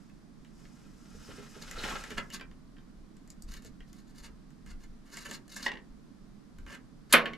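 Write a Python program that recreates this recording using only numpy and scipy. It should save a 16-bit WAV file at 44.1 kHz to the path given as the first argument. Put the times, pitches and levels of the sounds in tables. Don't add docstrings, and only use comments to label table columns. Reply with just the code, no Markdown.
import sys
import numpy as np
from scipy import signal
from scipy.fft import rfft, irfft, next_fast_len
from scipy.io import wavfile

SR = 44100
rng = np.random.default_rng(int(sys.argv[2]) if len(sys.argv) > 2 else 0)


def wav_out(sig):
    wavfile.write(sys.argv[1], SR, np.round(np.clip(np.atleast_2d(sig).T, -1, 1) * 32767).astype(np.int16))


N = 325017
TIME = np.arange(N) / SR
TOP_HZ = 14900

# start in seconds, length in seconds,
# crackle level in dB, body level in dB.
STROKES = [(1.61, 0.015, -48.5, -50), (2.038, .012, -57, -47), (2.108, 0.0087, -54, -43),
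           (2.166, 0.019, -49, -33.5), (2.322, 0.028, -40.5, -40), (3.474, 0.1, -55.5, -56),
           (3.617, .06, -59.5, -62), (3.872, 0.0274, -66, -74), (3.922, 0.082, -66.5, -70),
           (4.064, 0.044, -68, -72.5), (4.145, 0.061, -60.5, -63), (4.223, 0.038, -53, -52.5),
           (4.655, 0.061, -61, -57.5), (4.797, 0.0434, -64, -63.5), (5.049, 0.065, -66, -64),
           (5.107, 0.084, -52, -51.5), (5.202, 0.021, -47, -49), (5.244, .022, -46.5, -42.5),
           (5.283, .068, -47.5, -50), (5.491, 0.086, -48.5, -51.5), (5.586, 0.076, -49, -48),
           (6.666, 0.082, -57.5, -48), (7.092, .034, -56, -49)]
# start in seconds, ring level in dB, edge brightness in dB against the ring,
# pitch as a ratio to the usual part.
PART_CLICKS = [(0.0963, -61.5, -7, 1.2), (0.447, -57.5, -13, 1.4), (0.6516, -50.5, -16.5, 1.3),
               (1.7117, -42, 2, 1.2), (1.837, -31, -15, 1.1), (1.8573, -41.5, -16.5, 1.0),
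               (1.8912, -34.5, -24.5, .7), (1.9225, -33, -14.5, .8), (1.9639, -43, -8, .9),
               (2.038, -39, -11, 1.1), (2.105, -37, -12, 1.1), (2.177, -40, -10, .8),
               (2.3021, -49.5, -1, 1.3), (2.396, -43, -20.5, 1.2), (2.4096, -38.5, -17.5, 1.1),
               (2.5123, -54, -15, 1.1), (2.7666, -57, -28, 1.1), (2.7822, -55, -29.5, 1.1),
               (3.1677, -63, 2, 1.0), (3.276, -58.5, 0, 1.0), (3.3025, -56.5, 8.5, 1.3),
               (3.4222, -66.5, 21.5, 1.0), (3.5386, -50, 2.5, 1.1), (3.6223, -58.5, -1, 1.0),
               (3.6476, -56, 4, 1.0), (3.8043, -50, -18, 1.15), (3.9297, -57.5, 4.5, 1.2),
               (4.505, -63, -6, 1.0), (4.662, -54, -6, 1.0), (5.1705, -40, -6.5, 1.0),
               (5.257, -40.5, -19, 1.05), (5.3116, -37, -4.5, 1.0), (5.4797, -57.5, 2.5, 1.0),
               (5.564, -41.5, -1.5, 1.0), (5.628, -48.5, 2, 1.3), (6.585, -52, -8, .9),
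               (6.664, -44.5, -16, .9), (6.75, -49, -7, .9), (7.2561, -28.5, -31, 1.0),
               (7.3335, -39.5, -21.5, 1.3)]
# start in seconds, centre pitch in Hz, length in seconds, level in dB.
FRICTION_SQUEAKS = [(1.221, 5100, 0.065, -59), (1.772, 4110, 0.037, -42), (2.29, 2875, 0.051, -51),
                    (5.619, 4360, 0.026, -40), (5.642, 5070, 0.038, -43.5)]
# start in seconds, level in dB.
PIECE_BOUNCES = [(5.6626, -20.5), (5.6652, -21), (5.673, -35), (5.6802, -27.5), (5.6891, -32),
                 (5.7165, -28.5), (5.737, -39), (5.754, -37.5), (5.7716, -39.5)]
# start in seconds, lid level in dB, packet snap level in dB.
LID_BLOWS = [(7.125, -31.5, -19.5), (7.132, -31, -25), (7.137, -13, -28), (7.162, -54.5, -64),
             (7.2563, -36, -75)]
# start in seconds, level in dB.
SOFT_BUMPS = [(1.139, -42), (1.285, -35), (1.379, -33), (1.559, -41), (1.619, -43), (1.77, -30),
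              (1.846, -41), (1.916, -32), (2.106, -32.5), (2.175, -36), (3.645, -40), (5.285, -34),
              (5.674, -43)]
# time in seconds, effort in dB.
SLEEVE_EFFORT = [(0.0, -26.5), (0.33, -42), (0.6, -21.5), (0.96, -22.5), (1.29, -11.5), (1.51, -13.5),
                 (1.77, -8), (1.854, 1), (1.99, -7), (2.13, -12), (2.3, -23.5)]
# middle in seconds, length in seconds, peak level in dB.
RUMBLE_SWELLS = [(1.166, 0.195, -46), (1.857, 0.65, -46.5), (2.19, 0.11, -41), (2.5, 0.56, -52.5),
                 (2.997, 0.22, -49), (3.47, 0.298, -42), (3.709, 0.57, -51), (4.287, 0.36, -48.5),
                 (4.719, 0.28, -43), (4.914, 0.245, -46.5), (5.498, 0.81, -62), (5.942, 0.13, -54),
                 (6.623, 0.24, -43)]

# resonance in Hz, width in Hz, relative level in dB.
PLASTIC_RESONANCES = [(929, 44, -5), (1316, 310, -3), (1700, 199.6, 1), (2134, 106, 2), (2374, 1030, -6.5),
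                      (2915, 230, -2), (3317, 120, -8.5), (4370, 494, -11)]
# mode in Hz, relative level in dB, t60 in seconds.
PACKET_MODES = [(405, -23, 0.05), (890, -11, 0.07), (1656, -21, .025), (1850, 2, 0.034), (1950, -7, 0.026),
                (2835, 6, .012), (3500, -3, 0.0058), (4400, -6, 0.019), (5030, 1, 0.0081)]
# mode in Hz, relative level in dB, t60 in seconds.
LID_MODES = [(70, -23, 0.59), (155.6, -17.5, 1), (229.3, -13.5, 0.61), (237, -9, 0.15), (328, -6, 0.15),
             (391.6, -7, 0.28), (487, 0, 0.24), (690, -15, 0.29), (780, -17.5, 0.48), (1048, -8, 0.25),
             (1105, -8, 0.53), (1254, -4, 0.2), (1304, -6, 0.11), (1362.5, -9, 0.22), (1515, 0.5, 0.25),
             (1657, 6, 0.074), (1892, -1, 0.152), (2194, 4, 0.085), (2460, 2, 0.11), (2558, -5, .14),
             (2780, -2, 0.27), (3170, 8.5, 0.063), (4070, -28, 0.2)]

# frequency in Hz, relative density in dB per Hz.
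CRACKLE_SPECTRUM = [(1760, -40), (3000, -15), (3420, -1.5), (4140, 4), (5800, -3), (6660, 1), (8240, -7.5),
                    (12200, -8.5), (14000, -21), (15500, -55)]
KNOCK_SPECTRUM = [(40, -53), (120, -12), (220, 8), (320, -3), (420, -1), (620, -6.5), (900, -10),
                  (1300, -8.5), (3000, -36)]
EDGE_SPECTRUM = [(2500, -24.5), (4500, -3), (7500, 5.5), (9000, -8), (12500, -4.5), (15500, -42)]
CLACK_SPECTRUM = [(120, -53), (200, -10.5), (329, -9.5), (415, -4.5), (624, -12.5), (890, -7), (1060, -5),
                  (1340, -14), (1570, -3.5), (1850, 2.5), (2500, -7), (4330, -11), (14000, -33.5)]
PANEL_SPECTRUM = [(88, -35.5), (150, -16), (228, -6), (291, -2), (387, -0.5), (577, -0.5), (725, -0.5),
                  (860, -7), (1160, 0), (1310, 3.5), (2350, 1.5), (2540, 1.5), (5520, -21), (12300, -59.5),
                  (14000, -61)]
SNAP_SPECTRUM = [(530, -36), (900, -12), (1580, -14.5), (3220, -7.5), (4710, -7), (5770, -16), (6200, -13),
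                 (7500, -10.5), (8960, -12), (9980, -6), (12200, -10.5), (14400, -27.5), (15500, -46)]
SWISH_SPECTRUM = [(2500, -16.5), (3800, -12.5), (5100, 5), (6200, 2), (7400, 2), (8400, -4), (12500, -10),
                  (14000, -18.5), (15000, -43)]
RUB_SPECTRUM = [(180, -27), (330, -6), (500, -4.5), (700, -5.5), (1000, -3.5), (1400, 2.5), (2000, -4),
                (3000, -5.5), (4200, -8), (6000, -22), (12000, -64)]
THUD_SPECTRUM = [(35, -12), (70, -3), (150, 3), (210, 5), (300, -8), (410, 1), (520, -10), (650, -7.5),
                 (900, -44), (2000, -32), (6000, -64)]
AIR_SPECTRUM = [(74, -42.5), (125, -5.5), (215, -1), (296, -8), (399, -20), (433, -19.5), (498, -27),
                (573, -25.5), (945, -32), (1020, -28), (1870, -35), (2680, -41), (4790, -39), (12300, -52),
                (15000, -71)]
RUMBLE_SPECTRUM = [(12, -11.5), (20, 6.5), (35, 0.5), (55, -10), (75, -9.5), (110, -34.5), (180, -68)]

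# frequency in Hz, t60 in seconds.
BASEMENT_DECAY = [(150, 0.62), (500, 0.35), (2000, 0.2), (5000, 0.063), (12000, 0.028), (15000, 0.148)]
# frequency in Hz, left against right in dB.
PORT_BALANCE = [(60, 0.5), (400, -4), (1300, -1.5), (4400, 0.9), (8000, 2.5), (15000, 3)]

GRIP_S, BUILD_DB, LET_GO_S = 0.0044, 6, 0.053
FIRM_DB = -38.5
KNOCK_DB, KNOCK_GROWS = -4.5, 1.255
BUMP_DB = -26
SWISH_DB, RUB_DB, RUB_GROWS = -49.5, -41.5, 1.434
CLOTH_STOP_S = 0.25
DRONE_DB, DRONE_WANDER_DB = -55.5, 0.66
HISS_DB = -50.3
RUMBLE_DB, RUMBLE_WANDER_DB = -58.5, 0.5


def amp(db):
    return 10 ** (np.asarray(db) / 20)


def unit(x):
    return x / np.sqrt(np.mean(x ** 2) + 1e-20)


def along(points, hz):
    f, v = np.transpose(points)
    return np.interp(np.log(hz + 1), np.log(f + 1), v)


def fade(t, t60):
    return np.exp(-np.log(1000) * t / t60)


def wobble(rate, n=N):
    knots = rng.standard_normal(int(n * rate / SR) + 2)
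    return np.interp(TIME[:n] * rate, np.arange(len(knots)), knots)


def filtered(x, response):
    n = x.shape[-1]
    padded = next_fast_len(n + 8192)
    hz = np.fft.rfftfreq(padded, 1 / SR)
    return irfft(rfft(x, padded) * response(hz), padded)[..., :n]


def coloured(x, spectrum, size=2048):
    level_db = along(spectrum, np.fft.rfftfreq(size, 1 / SR))
    cepstrum = irfft(np.log(amp(level_db)))
    cepstrum[1:size // 2] *= 2
    cepstrum[size // 2 + 1:] = 0
    kernel = irfft(np.exp(rfft(cepstrum)))
    return signal.fftconvolve(x, kernel / np.linalg.norm(kernel))[:len(x)]


def add(track, s, sound):
    part = track[round(s * SR):][:len(sound)]
    part += sound[:len(part)]


def burst(t60, attack):
    t = TIME[:min(int(1.5 * t60 * SR), SR // 4)]
    return rng.standard_normal(len(t)) * fade(t, t60) * (1 - np.exp(-t / attack))


def grains(n, count, spread_db, life):
    chance = rng.random((count * n // SR, 3))
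    start = (chance[:, :1] * n).astype(int)
    hz = chance[:, 1:2] * TOP_HZ
    size = amp(spread_db * np.minimum(-np.log(1 - chance[:, 2:]), 3))
    t = TIME[:SR // 500]
    pings = size * np.sin(2 * np.pi * hz * t) * fade(t, life)
    places = start + np.arange(len(t))
    return unit(np.bincount(places.ravel(), pings.ravel(), n)[:n])


def ring(modes, scatter_db, attack):
    t = TIME[:SR // 4]
    tones = np.zeros(len(t))
    for hz, db, t60 in modes:
        size, turn = rng.standard_normal(2)
        tones += amp(db + scatter_db * size) * fade(t, t60) * np.sin(2 * np.pi * (hz * t + turn))
    return tones * (1 - np.exp(-t / attack))


def plastic(x, grip=1):
    def response(f):
        h = 0
        for k, (centre, width, db) in enumerate(PLASTIC_RESONANCES):
            damping = 1j * f * width
            h = h + (-1) ** k * amp(db) * damping / ((centre * grip) ** 2 - f * f + damping)
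        h = h / (1 + 1j * f / 5000)
        return h / np.sqrt(np.mean(abs(h) ** 2))
    return filtered(x, response)


def stroke(length):
    t = TIME[:SR // 5]
    hold = 1 - np.exp(-t / GRIP_S)
    build = amp(BUILD_DB * np.minimum(t / length - 1, 0))
    return hold * build * fade(np.maximum(t - length, 0), LET_GO_S)


def twisting_and_scrape():
    out = np.zeros(N)
    for s, length, crackle_db, body_db in STROKES:
        grip = np.exp(0.013 * rng.standard_normal())
        force = stroke(length)
        n = len(force)
        clumps = amp(3.2 * wobble(130, n))
        slips = force * unit(grains(n, count=9000, spread_db=3.5, life=0.0015) * clumps)
        bright, dull = amp(crackle_db) * slips, amp(body_db) * slips
        add(out, s, amp(-2.0) * coloured(bright, CRACKLE_SPECTRUM))
        add(out, s, amp(-4.0) * plastic(dull, grip))
        add(out, s, amp(-11.0) * coloured(dull, KNOCK_SPECTRUM))
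    return out


def clicks():
    knocks, bodies, edges = np.zeros((3, N))
    for s, db, bright_db, grip in PART_CLICKS:
        knock_db = FIRM_DB + KNOCK_DB + KNOCK_GROWS * (db - FIRM_DB)
        add(knocks, s, amp(knock_db) * burst(t60=0.029, attack=0.00076))
        add(bodies, s, amp(db + 0.5) * plastic(burst(t60=0.026, attack=0.00033), grip))
        add(edges, s, amp(db + bright_db + 6.5) * burst(t60=0.01, attack=0.0001))
    return coloured(knocks, KNOCK_SPECTRUM) + bodies + coloured(edges, EDGE_SPECTRUM)


def squeaks():
    out = np.zeros(N)
    for s, hz, length, db in FRICTION_SQUEAKS:
        swell = np.hanning(round(length * SR))
        pitch = hz * (1 + 0.41 * rng.standard_normal(len(swell)))
        add(out, s, amp(db) * swell * np.sin(2 * np.pi * np.cumsum(pitch) / SR))
    return out


def dropped_piece():
    out = np.zeros(N)
    first_db = PIECE_BOUNCES[0][1]
    for s, db in PIECE_BOUNCES:
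        clack = amp(-14) * ring(PACKET_MODES, scatter_db=1, attack=0.0003)
        add(clack, 0, amp(-4.5) * coloured(burst(t60=0.026, attack=0.00024), CLACK_SPECTRUM))
        add(clack, 0, amp(BUMP_DB) * coloured(burst(t60=0.072, attack=0.0018), KNOCK_SPECTRUM))
        corner_hz = 9000 * amp(0.28 * (db - first_db))
        add(out, s, amp(db) * filtered(clack, lambda hz: 1 / (1 + 1j * hz / corner_hz) ** 2))
    return out


def landing():
    rings, washes, snaps = np.zeros((3, N))
    for s, lid_db, snap_db in LID_BLOWS:
        add(rings, s, amp(lid_db - 13.5) * ring(LID_MODES, scatter_db=1.0, attack=0.00042))
        add(washes, s, amp(lid_db - 0.5) * burst(t60=0.18, attack=0.00035))
        add(snaps, s, amp(snap_db + 23.5) * burst(t60=0.024, attack=0.012))
    return coloured(washes, PANEL_SPECTRUM) + rings, coloured(snaps, SNAP_SPECTRUM)


def clothes():
    s, effort_db = np.transpose(SLEEVE_EFFORT)
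    effort = amp(np.interp(TIME, s, effort_db)) * fade(np.maximum(TIME - s[-1], 0), CLOTH_STOP_S)
    n = 3 * SR
    effort = effort[:n]
    swish = rng.standard_normal(n) * amp(1.6 * wobble(90, n)) * effort
    slips = grains(n, count=9000, spread_db=1.0, life=0.0011)
    rub = slips * amp(2.62 * wobble(70, n)) * effort ** RUB_GROWS
    out = np.zeros(N)
    add(out, 0, amp(SWISH_DB) * coloured(swish, SWISH_SPECTRUM))
    add(out, 0, amp(RUB_DB) * coloured(rub, RUB_SPECTRUM))
    return out


def steps():
    out = np.zeros(N)
    for s, db in SOFT_BUMPS:
        add(out, s, amp(db - 3.5) * burst(t60=0.093, attack=0.0068))
    return coloured(out, THUD_SPECTRUM)


def diffuse(spectrum, side_db):
    mid, side = (coloured(rng.standard_normal(N), spectrum, size=8192) for _ in range(2))
    return unit(np.array([mid + amp(side_db) * side, mid - amp(side_db) * side]))


def background():
    swells = np.zeros(N)
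    for s, length, db in RUMBLE_SWELLS:
        add(swells, s - length / 2, amp(db) * np.hanning(round(length * SR)))
    at_rest = amp(RUMBLE_DB + RUMBLE_WANDER_DB * wobble(5.5))
    rumble = np.hypot(at_rest, swells) * diffuse(RUMBLE_SPECTRUM, side_db=-22)
    air = diffuse(AIR_SPECTRUM, side_db=-2.5)
    low = filtered(air, lambda hz: 1 / (1 + (hz / 450) ** 4))
    left_right = amp([[-2.8], [1.6]])
    drone = amp(DRONE_DB + DRONE_WANDER_DB * wobble(2.2)) * low * left_right
    return rumble + drone + amp(HISS_DB) * (air - low)


def room(x, wet_db, side_db):
    hz, t, z = signal.stft(rng.standard_normal((2, SR // 2)), SR, nperseg=256)
    decay = fade(t, along(BASEMENT_DECAY, hz)[:, None])
    tail = signal.istft(z * decay, SR, nperseg=256)[1]
    age = np.arange(tail.shape[1]) / SR
    tail *= 1 - np.exp(-age / 0.00024)
    echoes = rng.random(tail.shape) < 500 / SR
    tail += 9 * echoes * fade(age, 0.13)
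    tail /= np.linalg.norm(tail[0])
    mid, side = signal.fftconvolve(x[None], tail, axes=1)[:, :N]
    return x + amp(wet_db) * np.array([mid + amp(side_db) * side, mid - amp(side_db) * side])


def scene():
    lid, packet = landing()
    near = twisting_and_scrape() + clicks() + squeaks() + dropped_piece()
    hands = room(near, wet_db=-3.5, side_db=-4.5)
    body = room(clothes() + steps(), wet_db=-6, side_db=-3)
    dryer = room(lid, wet_db=-6.5, side_db=-7.5) + room(packet, wet_db=-8.5, side_db=0)
    return hands + body + dryer + background()


def record(dry):
    sides = np.array([[0.5], [-0.5]])

    def microphone(hz):
        colour = amp(sides * along(PORT_BALANCE, hz))
        delay = np.exp(-2j * np.pi * hz * sides * 0.577 / SR)
        return colour * delay / np.sqrt(1 + (hz / TOP_HZ) ** 80)
    return filtered(dry, microphone)


dry = scene()
out = record(dry)
wav_out(out)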